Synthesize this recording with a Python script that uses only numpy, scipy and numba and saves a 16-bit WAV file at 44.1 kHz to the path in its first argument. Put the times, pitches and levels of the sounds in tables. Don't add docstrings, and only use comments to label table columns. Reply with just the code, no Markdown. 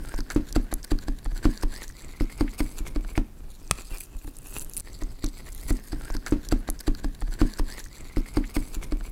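import sys
import numpy as np
from scipy import signal
from scipy.fft import rfft, irfft
from scipy.io import wavfile
from scipy.ndimage import uniform_filter1d
from numba import njit

SR = 44100
rng = np.random.default_rng(int(sys.argv[2]) if len(sys.argv) > 2 else 0)


def dump_mix(stems):
    frames = np.atleast_2d(stems).T
    limited = np.clip(frames, -1, 1)
    pcm = np.round(limited * 32767).astype(np.int16)
    wavfile.write(sys.argv[1], SR, pcm)


N = 401751

PERIOD = 262903
RESTART_S, FADE_S = 4.811, .04

# time in seconds, board peak in dB, counter thump peak in dB,
# edge crack peak in dB, crunch of the last leaves in dB (before CRACKLE_DB and the leaf levels).
BLOWS = [(0.14, -31.5, -19.5, -27, -63.5), (0.188, -21.5, -20, -31.5, -38.5),
         (0.361, -8, -17.5, -28, -54.5), (0.562, -10.5, -12.5, -16, -32.5),
         (0.726, -22, -19.5, -22.5, -38.5), (0.917, -13, -12, -22, -34), (1.083, -20, -15.5, -24.5, -43.5),
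         (1.259, -29, -17, -29.5, -44.5), (1.318, -36.5, -21, -39, -55.5), (1.454, -7, -12, -18, -42.5),
         (1.634, -19, -13, -21.5, -37), (2.208, -13.5, -14, -28, -48), (2.409, -10.5, -16, -18, -37.5),
         (2.605, -14.5, -15, -21, -32.5), (2.805, -28, -22, -45.5, -61.5), (2.96, -18.5, -16, -22.5, -49),
         (3.047, -33, -25.5, -35, -58), (3.177, -10.5, -15, -17.5, -44.5), (3.913, -33, -22, -48, -60.5),
         (4.149, -47.5, -25.5, -46.5, -60), (4.245, -32.5, -28.5, -41.5, -61),
         (4.276, -29.5, -47, -37, -57), (5.021, -26, -20.5, -33.5, -48), (5.24, -16.5, -19, -26, -48),
         (5.706, -13.5, -13, -26.5, -35.5), (5.93, -20, -21, -29.5, -42)]
# middle in seconds, crackle in dB (before
# CRACKLE_DB and the leaf levels), rub in dB, length within 10 dB in seconds (its sign has no effect).
DRAGS = [(0.097, -52.5, -63, 0.2), (.314, -39.5, -46, .032), (0.486, -45.5, -57, -0.03),
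         (.845, -38.5, -53, -0.0128), (1.025, -48.5, -60, .036), (1.189, -45, -54, -0.01),
         (1.371, -43.5, -52, .04), (1.441, -44, -48, .026), (1.552, -50.5, -56, 0.17),
         (1.755, -43, -51, 0.0934), (1.832, -42, -48.5, .042), (2.0, -51, -58, .05),
         (2.102, -48.5, -55, .04), (2.23, -48, -57, .025), (2.32, -49, -55, .04), (2.385, -46, -51, .022),
         (2.541, -46, -58, .025), (2.59, -37, -45, .02), (2.705, -53, -69, 0.23), (2.784, -40, -49, 0.0242),
         (2.873, -39, -48.5, -0.03), (3.095, -48, -54, .05), (3.165, -46, -50, .022),
         (3.795, -44.5, -53, 0.065), (3.942, -44, -49, .075), (4.013, -51, -65, 0.09),
         (4.526, -51, -64, -0.16), (4.567, -43, -48, 0.04), (4.615, -42, -52, 0.02), (4.795, -51, -61, .03),
         (4.87, -46, -54, 0.09), (5.244, -24, -37, -0.0022), (5.387, -49, -60, .045),
         (5.478, -51, -50, -0.04), (5.622, -52, -67, 0.12), (5.692, -35, -45, .024)]
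# time in seconds, level in dB before the onset and decay.
WET_POPS = [(0.2045, -34.5), (0.3026, -21), (0.988, -34.5), (1.4331, -34), (1.6241, -31), (1.725, -34.5),
            (1.9, -37), (2.2, -31), (2.297, -34.5), (2.4787, -28.5), (2.6639, -36), (3.1537, -30.5),
            (4.0069, -32.5), (4.566, -30.5), (4.768, -35.5), (5.9215, -35)]
# time in seconds, peak in dB, centre in Hz.
RIB_SNAPS = [(0.0926, -30.5, 8400), (0.162, -31, 7500), (0.2057, -24.5, 4450), (0.3024, -21.5, 6120),
             (0.5266, -22, 6100), (0.7398, -12, 11000), (0.8307, -28.5, 5600), (0.9884, -28, 4700),
             (1.2459, -30, 9400), (1.4499, -30, 5500), (1.5758, -26.5, 4880), (1.6136, -31, 5800),
             (1.6255, -31, 5850), (1.7623, -27.5, 4590), (1.8383, -28.5, 5070), (2.022, -33, 7500),
             (2.047, -31, 8000), (2.3255, -31, 8000), (2.7845, -30, 5930), (2.8758, -31, 8040),
             (3.9735, -31, 5600), (3.984, -26, 10200), (4.0046, -23, 10200), (4.0076, -21, 9300),
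             (4.4719, -28, 11400), (4.5409, -25, 9800), (4.5647, -27, 7240), (4.585, -16, 10970),
             (4.5958, -19, 8340), (4.6238, -23.5, 10300), (4.647, -24.5, 10150), (4.6972, -25, 11430),
             (4.736, -23, 10400), (4.7672, -17, 9570), (4.7726, -14, 10000), (4.7781, -14, 10200),
             (4.799, -19, 9700), (4.8052, -21, 9100), (5.036, -29.5, 6400), (5.2628, -23, 5800),
             (5.5223, -32, 8000), (5.527, -30, 9050), (5.549, -27.5, 10800), (5.6353, -29, 9800),
             (5.6974, -27, 9300)]
# time in seconds, rub in dB, crackle in dB (before CRACKLE_DB
# and the leaf levels), counter wobble in dB; random drifts are added to all three.
STIRRING = [(0, -58, -59, -34.5), (1.3, -68.5, -61, -37), (1.92, -62.5, -57.5, -41.5),
            (2.4, -61, -55, -39.5), (3.1, -71, -63, -37), (3.3, -74, -68, -43.5), (3.62, -68, -57, -41.5),
            (3.85, -67, -56, -42.5), (4.35, -70, -59, -47.5), (4.6, -65, -53, -38),
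            (5.1, -66, -54.5, -40.5), (5.96, -59.5, -56, -39.5)]
# time in seconds, resonance in Hz.
AIR_GAP = [(0, 1510), (1.7, 1600), (2.1, 2124), (3.2, 2210), (3.9, 2490), (4.8, 2630), (4.83, 1920),
           (5.6, 2020), (5.96, 1643)]
# frequency in Hz, relative level in dB, 60 dB decay time in seconds.
BOARD_MODES = [(107.9, 2.5, 0.058), (152.5, -6.5, 0.0436), (210.9, -14.5, 0.316), (247.3, -5, 0.1554),
               (264.8, -7.5, 0.2155), (298.14, 1.5, 0.1295), (320.5, 1, 0.09), (394.4, -23.5, 0.105),
               (509, -13.5, 0.0546), (890, -12, 0.025), (1087, -20, 0.029)]
# frequency in Hz, relative level in dB, 60 dB decay time in seconds.
COUNTER_MODES = [(20, -4, 0.3), (29.29, 28.5, 0.1882), (62, -16.5, .13), (103.7, 3, 0.158)]
# centre in Hz, bandwidth in Hz, relative level in dB.
LEAF_MODES = [(4682, 1220, 1.5), (6263, 1445, -0.5), (7720, 1825, 4), (10130, 3030, 2.5), (13030, 4300, -4)]
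# frequency in Hz, relative level in dB, 60 dB decay time in seconds.
BLADE_MODES = [(48, -15, 0.123), (113, -14.5, .06), (175, -18, 0.058), (720, -9.5, 0.0054),
               (1281, -7.5, 0.0155), (2605, -19, 0.0253), (3420, -13, 0.0155), (8930, 12.5, 0.004)]
BOARD_MODE_SIGNS = [-1, -1, 1, -1, 1, -1, -1, -1, -1, -1, -1]
# frequency in Hz, relative level in dB per Hz.
ROOM_SPECTRUM = [(35, -39), (60, 8), (146, -20.5), (287, -21), (749, -18), (2900, -29), (14600, -27),
                 (16000, -36)]
# time in seconds, centre in Hz, small snaps per second.
CRACKLE_COURSE = [(0, 6500, 3), (2.3, 6200, 3), (2.6, 7500, 3), (3.25, 7200, 1), (3.8, 6400, 1),
                  (4.0, 9540, 2), (4.45, 10000, 6), (4.56, 10300, 50), (4.81, 10300, 50), (4.83, 7000, 2),
                  (5.25, 5200, 2), (5.45, 7800, 4), (5.7, 8350, 4), (5.96, 5500, 3)]

SLAP_S, SLAP_DB = 3.7112, -0.5
TOP_HZ = 16100
KITCHEN_DB = -57.5
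TICK_DB = -8.5
CUT_LEAD_S, CUT_RISE_S, CUT_FALL_S = .002, .01, 0.0067
CUT_RUB_DB = -8
CUT_DARKER = 0.856
CRACKLE_DB = -9
SMALL_SNAP_DB, SMALL_SCATTER_DB, SMALL_DETUNE = -35.5, 6, 0.216
REBOUND_S, REBOUND_DB = .036, -14
RASP_DB, RASP_SLOPE, RASP_T60_S = 5, 1.6, .06
TILT_DB = 14


def undb(db):
    return 10 ** (np.asarray(db) / 20)


def unit(x):
    return x / np.sqrt(np.mean(x ** 2))


def place(s):
    return int((s - RESTART_S) * SR) % PERIOD


def curves(table):
    s, *columns = np.transpose(table)
    now = (np.arange(PERIOD) + int(RESTART_S * SR)) % PERIOD / SR
    return [np.interp(now, s, c) for c in columns]


def add(track, s, sound):
    i = place(s)
    track[i:i + len(sound)] += sound[:PERIOD - i]


@njit
def svf(x, hz, width):
    y, b, l = np.empty(len(x)), 0., 0.
    for i in range(len(x)):
        g, k = np.tan(np.pi * hz[i] / SR), width / hz[i]
        v = (b + g * (x[i] - l)) / (1 + g * (g + k))
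        b, l, y[i] = 2 * v - b, l + 2 * g * v, k * v
    return y


def band(x, hz, width):
    return svf(x, np.clip(hz + np.zeros(len(x)), 10, SR / 2.4), float(width))


def noise(t):
    return rng.standard_normal(len(t))


def walk(rate):
    k = int(SR / rate)
    levels = np.repeat(rng.standard_normal(PERIOD // k + 1), k)
    return uniform_filter1d(levels, k // 2)[:PERIOD]


def grains(count, rate, spread_db):
    burst = rng.random(count) < rate / SR
    polarity = rng.standard_normal(count)
    size = undb(spread_db * np.minimum(rng.exponential(size=count), 4))
    return unit(burst * polarity * size)


def ring(modes, push_s, signs, scatter_db, detune):
    t = np.arange(SR // 3) / SR
    hz, db, t60 = np.transpose(modes)[:, :, None]
    chance = rng.standard_normal((2,) + db.shape)
    hz = hz * (1 + detune * chance[0])
    db = db + scatter_db * chance[1]
    decay = np.reshape(signs, (-1, 1)) * undb(db - 60 * t / t60)
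    free = np.sum(decay * np.sin(2 * np.pi * hz * t), axis=0)
    push = np.hanning(int(push_s * SR) + 3)
    sound = signal.fftconvolve(free, push)[:len(t)]
    return sound / np.abs(sound).max()


def click(hz):
    t = np.arange(SR // 30) / SR
    burst = noise(t) * (undb(-60 * t / 0.0026) + undb(-17.5 - 60 * t / 0.0096))
    burst = band(burst, hz, 0.295 * hz)
    burst = burst + 4.6 * sum(band(burst, f, w) for f, w, _ in LEAF_MODES)
    return burst / np.abs(burst).max()


def kitchen():
    hz = np.fft.rfftfreq(PERIOD, 1 / SR) + 1
    at, db = np.transpose(ROOM_SPECTRUM)
    shape = undb(np.interp(np.log(hz), np.log(at), db))
    return undb(KITCHEN_DB) * unit(irfft(rfft(rng.standard_normal(PERIOD)) * shape, PERIOD))


def tilt_db(hz, leaf_hz):
    return TILT_DB * np.log2(hz / 6800) * np.log2(leaf_hz / 7000)


def crunches():
    centre_hz = curves(CRACKLE_COURSE)[0]
    swells = []
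    for s, *_, db in BLOWS:
        hz = CUT_DARKER * centre_hz[place(s)]
        swells.append((s - CUT_LEAD_S, db, db + CUT_RUB_DB, CUT_RISE_S, CUT_FALL_S, hz))
    for s, db, rub_db, length in DRAGS:
        swells.append((s, db, rub_db, length / 2, length / 2, centre_hz[place(s)]))
    return swells


def friction_gains():
    rub_db, crackle_db, _ = curves(STIRRING)
    leaf_hz, _, leaf_db = np.transpose(LEAF_MODES)
    fits = np.tanh(walk(45) / 1.4) * 1.516
    rub_gain = undb(rub_db + 0.95 * fits + 3.6 * walk(25))
    leaf_gain = np.array([undb(crackle_db + db + 5.6 * fits + 2.8 * walk(40)) for db in leaf_db])
    leaf_gain = leaf_gain * undb(tilt_db(curves(CRACKLE_COURSE)[0], leaf_hz[:, None]))
    t = np.arange(-SR // 8, SR // 8) / SR
    for s, db, low_db, rise_s, fall_s, hz in crunches():
        swell = undb(-10 * np.abs(t / np.where(t < 0, rise_s, fall_s)) ** 2.85)
        add(rub_gain, s + t[0], undb(low_db) * swell)
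        for gain, mode_db in zip(leaf_gain, leaf_db + tilt_db(hz, leaf_hz)):
            add(gain, s + t[0], undb(db + mode_db) * swell)
    return rub_gain, leaf_gain


def lean(cells):
    wobble_db = curves(STIRRING)[2]
    push = rng.standard_normal(PERIOD)
    wobble = unit(band(band(push, 22.06, 22.6), 22.6, 50.0))
    wobble = wobble + undb(-17.5) * unit(band(cells, 281.7, 95))
    wobble = wobble + undb(-16.5) * unit(band(band(push, 75.4, 64), 97, 130))
    return undb(wobble_db + 3.6 * walk(12)) * wobble


def rub(cells, gap_hz):
    squeak = band(band(cells, gap_hz, 536), gap_hz * (1 + 0.088 * walk(40)), 240)
    sound = unit(squeak + undb(-11) * band(band(cells, 920, 1410), 974, 1760))
    sound = sound + undb(-10.0) * unit(band(cells, 338.6, 69))
    return sound + undb(-6.0) * unit(band(cells, 418, 251))


def crackle(leaf_gain):
    fizz = grains(PERIOD, 1400, 3.6) + 0.468 * rng.standard_normal(PERIOD)
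    drift = 1 + 0.0955 * walk(25)
    out = np.zeros(PERIOD)
    for gain, (hz, width, _) in zip(leaf_gain, LEAF_MODES):
        out += gain * unit(band(band(fizz, hz, 2 * width), hz * drift, width))
    return undb(CRACKLE_DB) * out


def leaves(gap_hz):
    rub_gain, leaf_gain = friction_gains()
    cells = grains(PERIOD, 1100, 3.8) + 0.55 * rng.standard_normal(PERIOD)
    return rub_gain * rub(cells, gap_hz) + crackle(leaf_gain) + lean(cells)


def snaps():
    out = np.zeros(PERIOD)
    for s, db, hz in RIB_SNAPS:
        add(out, s - .0002, undb(db) * click(hz))
    centre_hz, rate = curves(CRACKLE_COURSE)
    for at, luck, size, pitch in rng.random((360, 4)):
        i = int(at * PERIOD)
        sound = click(centre_hz[i] * (1 + SMALL_DETUNE * (2 * pitch - 1)))
        gain = undb(SMALL_SNAP_DB + SMALL_SCATTER_DB * (2 * size - 1))
        add(out, RESTART_S + i / SR, (luck < rate[i] / 60) * gain * sound)
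    return out


def pops(gap_hz):
    out, t = np.zeros(PERIOD), np.arange(SR // 25) / SR
    for s, db in WET_POPS:
        hz = gap_hz[place(s)] * (1.05 - 0.27 * np.exp(-t / 0.001124))
        envelope = undb(db - 60 * t / 0.0151) * (1 - np.exp(-t / 0.000213))
        add(out, s, envelope * np.sin(2 * np.pi * np.cumsum(hz) / SR))
        rasp = unit(band(band(noise(t), .92 * hz[-1], 1400), .9 * hz[-1], 1200))
        add(out, s, undb(RASP_DB + RASP_SLOPE * db - 60 * t / RASP_T60_S) * rasp)
    return out


def slap():
    out, t = np.zeros(PERIOD), np.arange(SR // 20) / SR
    add(out, SLAP_S, undb(SLAP_DB) * ring(BLADE_MODES, .0001, 1, 0, 0))
    burst = unit(band(noise(t), 3250, 5600))
    add(out, SLAP_S, undb(SLAP_DB - 17.0 - 60 * t / 0.0152) * burst)
    return out


def counter_thump(out, s, db):
    thump = ring(COUNTER_MODES, .002, [1, 1, -1, 1], 1.5, .05)
    add(out, s + 0.005874, undb(db) * thump)


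def edge_knock(out, s, db):
    t = np.arange(SR // 5) / SR
    crack = band(band(noise(t) * undb(-60 * t / 0.0144), 620, 885), 688, 1204)
    add(out, s, undb(db) * crack / np.abs(crack).max())
    add(out, s + 0.001001, undb(db + TICK_DB) * click(4810))


def board_knock(out, s, db):
    push_s = 0.001102 * undb(-.3 * (db + 7.5))
    add(out, s, undb(db) * ring(BOARD_MODES, push_s, BOARD_MODE_SIGNS, 1.94, 0.00585))
    rebound = ring(BOARD_MODES, .0012, BOARD_MODE_SIGNS, 3.0, .02)
    add(out, s + REBOUND_S, undb(db + REBOUND_DB) * rebound)
    t = np.arange(SR // 5) / SR
    add(out, s, undb(db - 23 - 60 * t / 0.1107) * unit(band(noise(t), 398, 257)))


def chops():
    out = np.zeros(PERIOD)
    for s, board_db, thump_db, edge_db, _ in BLOWS:
        counter_thump(out, s, thump_db)
        edge_knock(out, s, edge_db)
        board_knock(out, s, board_db)
    return out


def scene():
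    gap_hz, = curves(AIR_GAP)
    near = leaves(gap_hz) + snaps() + pops(gap_hz) + slap() + chops()
    t = np.arange(SR // 3) / SR
    room = band(noise(t), 1330, 4660) * undb(-60 * t / 0.51) * (t > .003)
    tail = undb(-50.5) * signal.fftconvolve(near, room)[:PERIOD]
    passage = near + tail + kitchen()
    passage = passage * np.clip(0.099 + np.arange(PERIOD) / SR / FADE_S, 0, 1)
    return passage[(np.arange(N) + place(0)) % PERIOD][None]


def record(dry):
    dry = signal.sosfilt(signal.butter(1, 6, "high", fs=SR, output="sos"), dry)
    return signal.sosfilt(signal.ellip(8, .2, 70, TOP_HZ, fs=SR, output="sos"), dry)


dry = scene()
out = record(dry)
dump_mix(out)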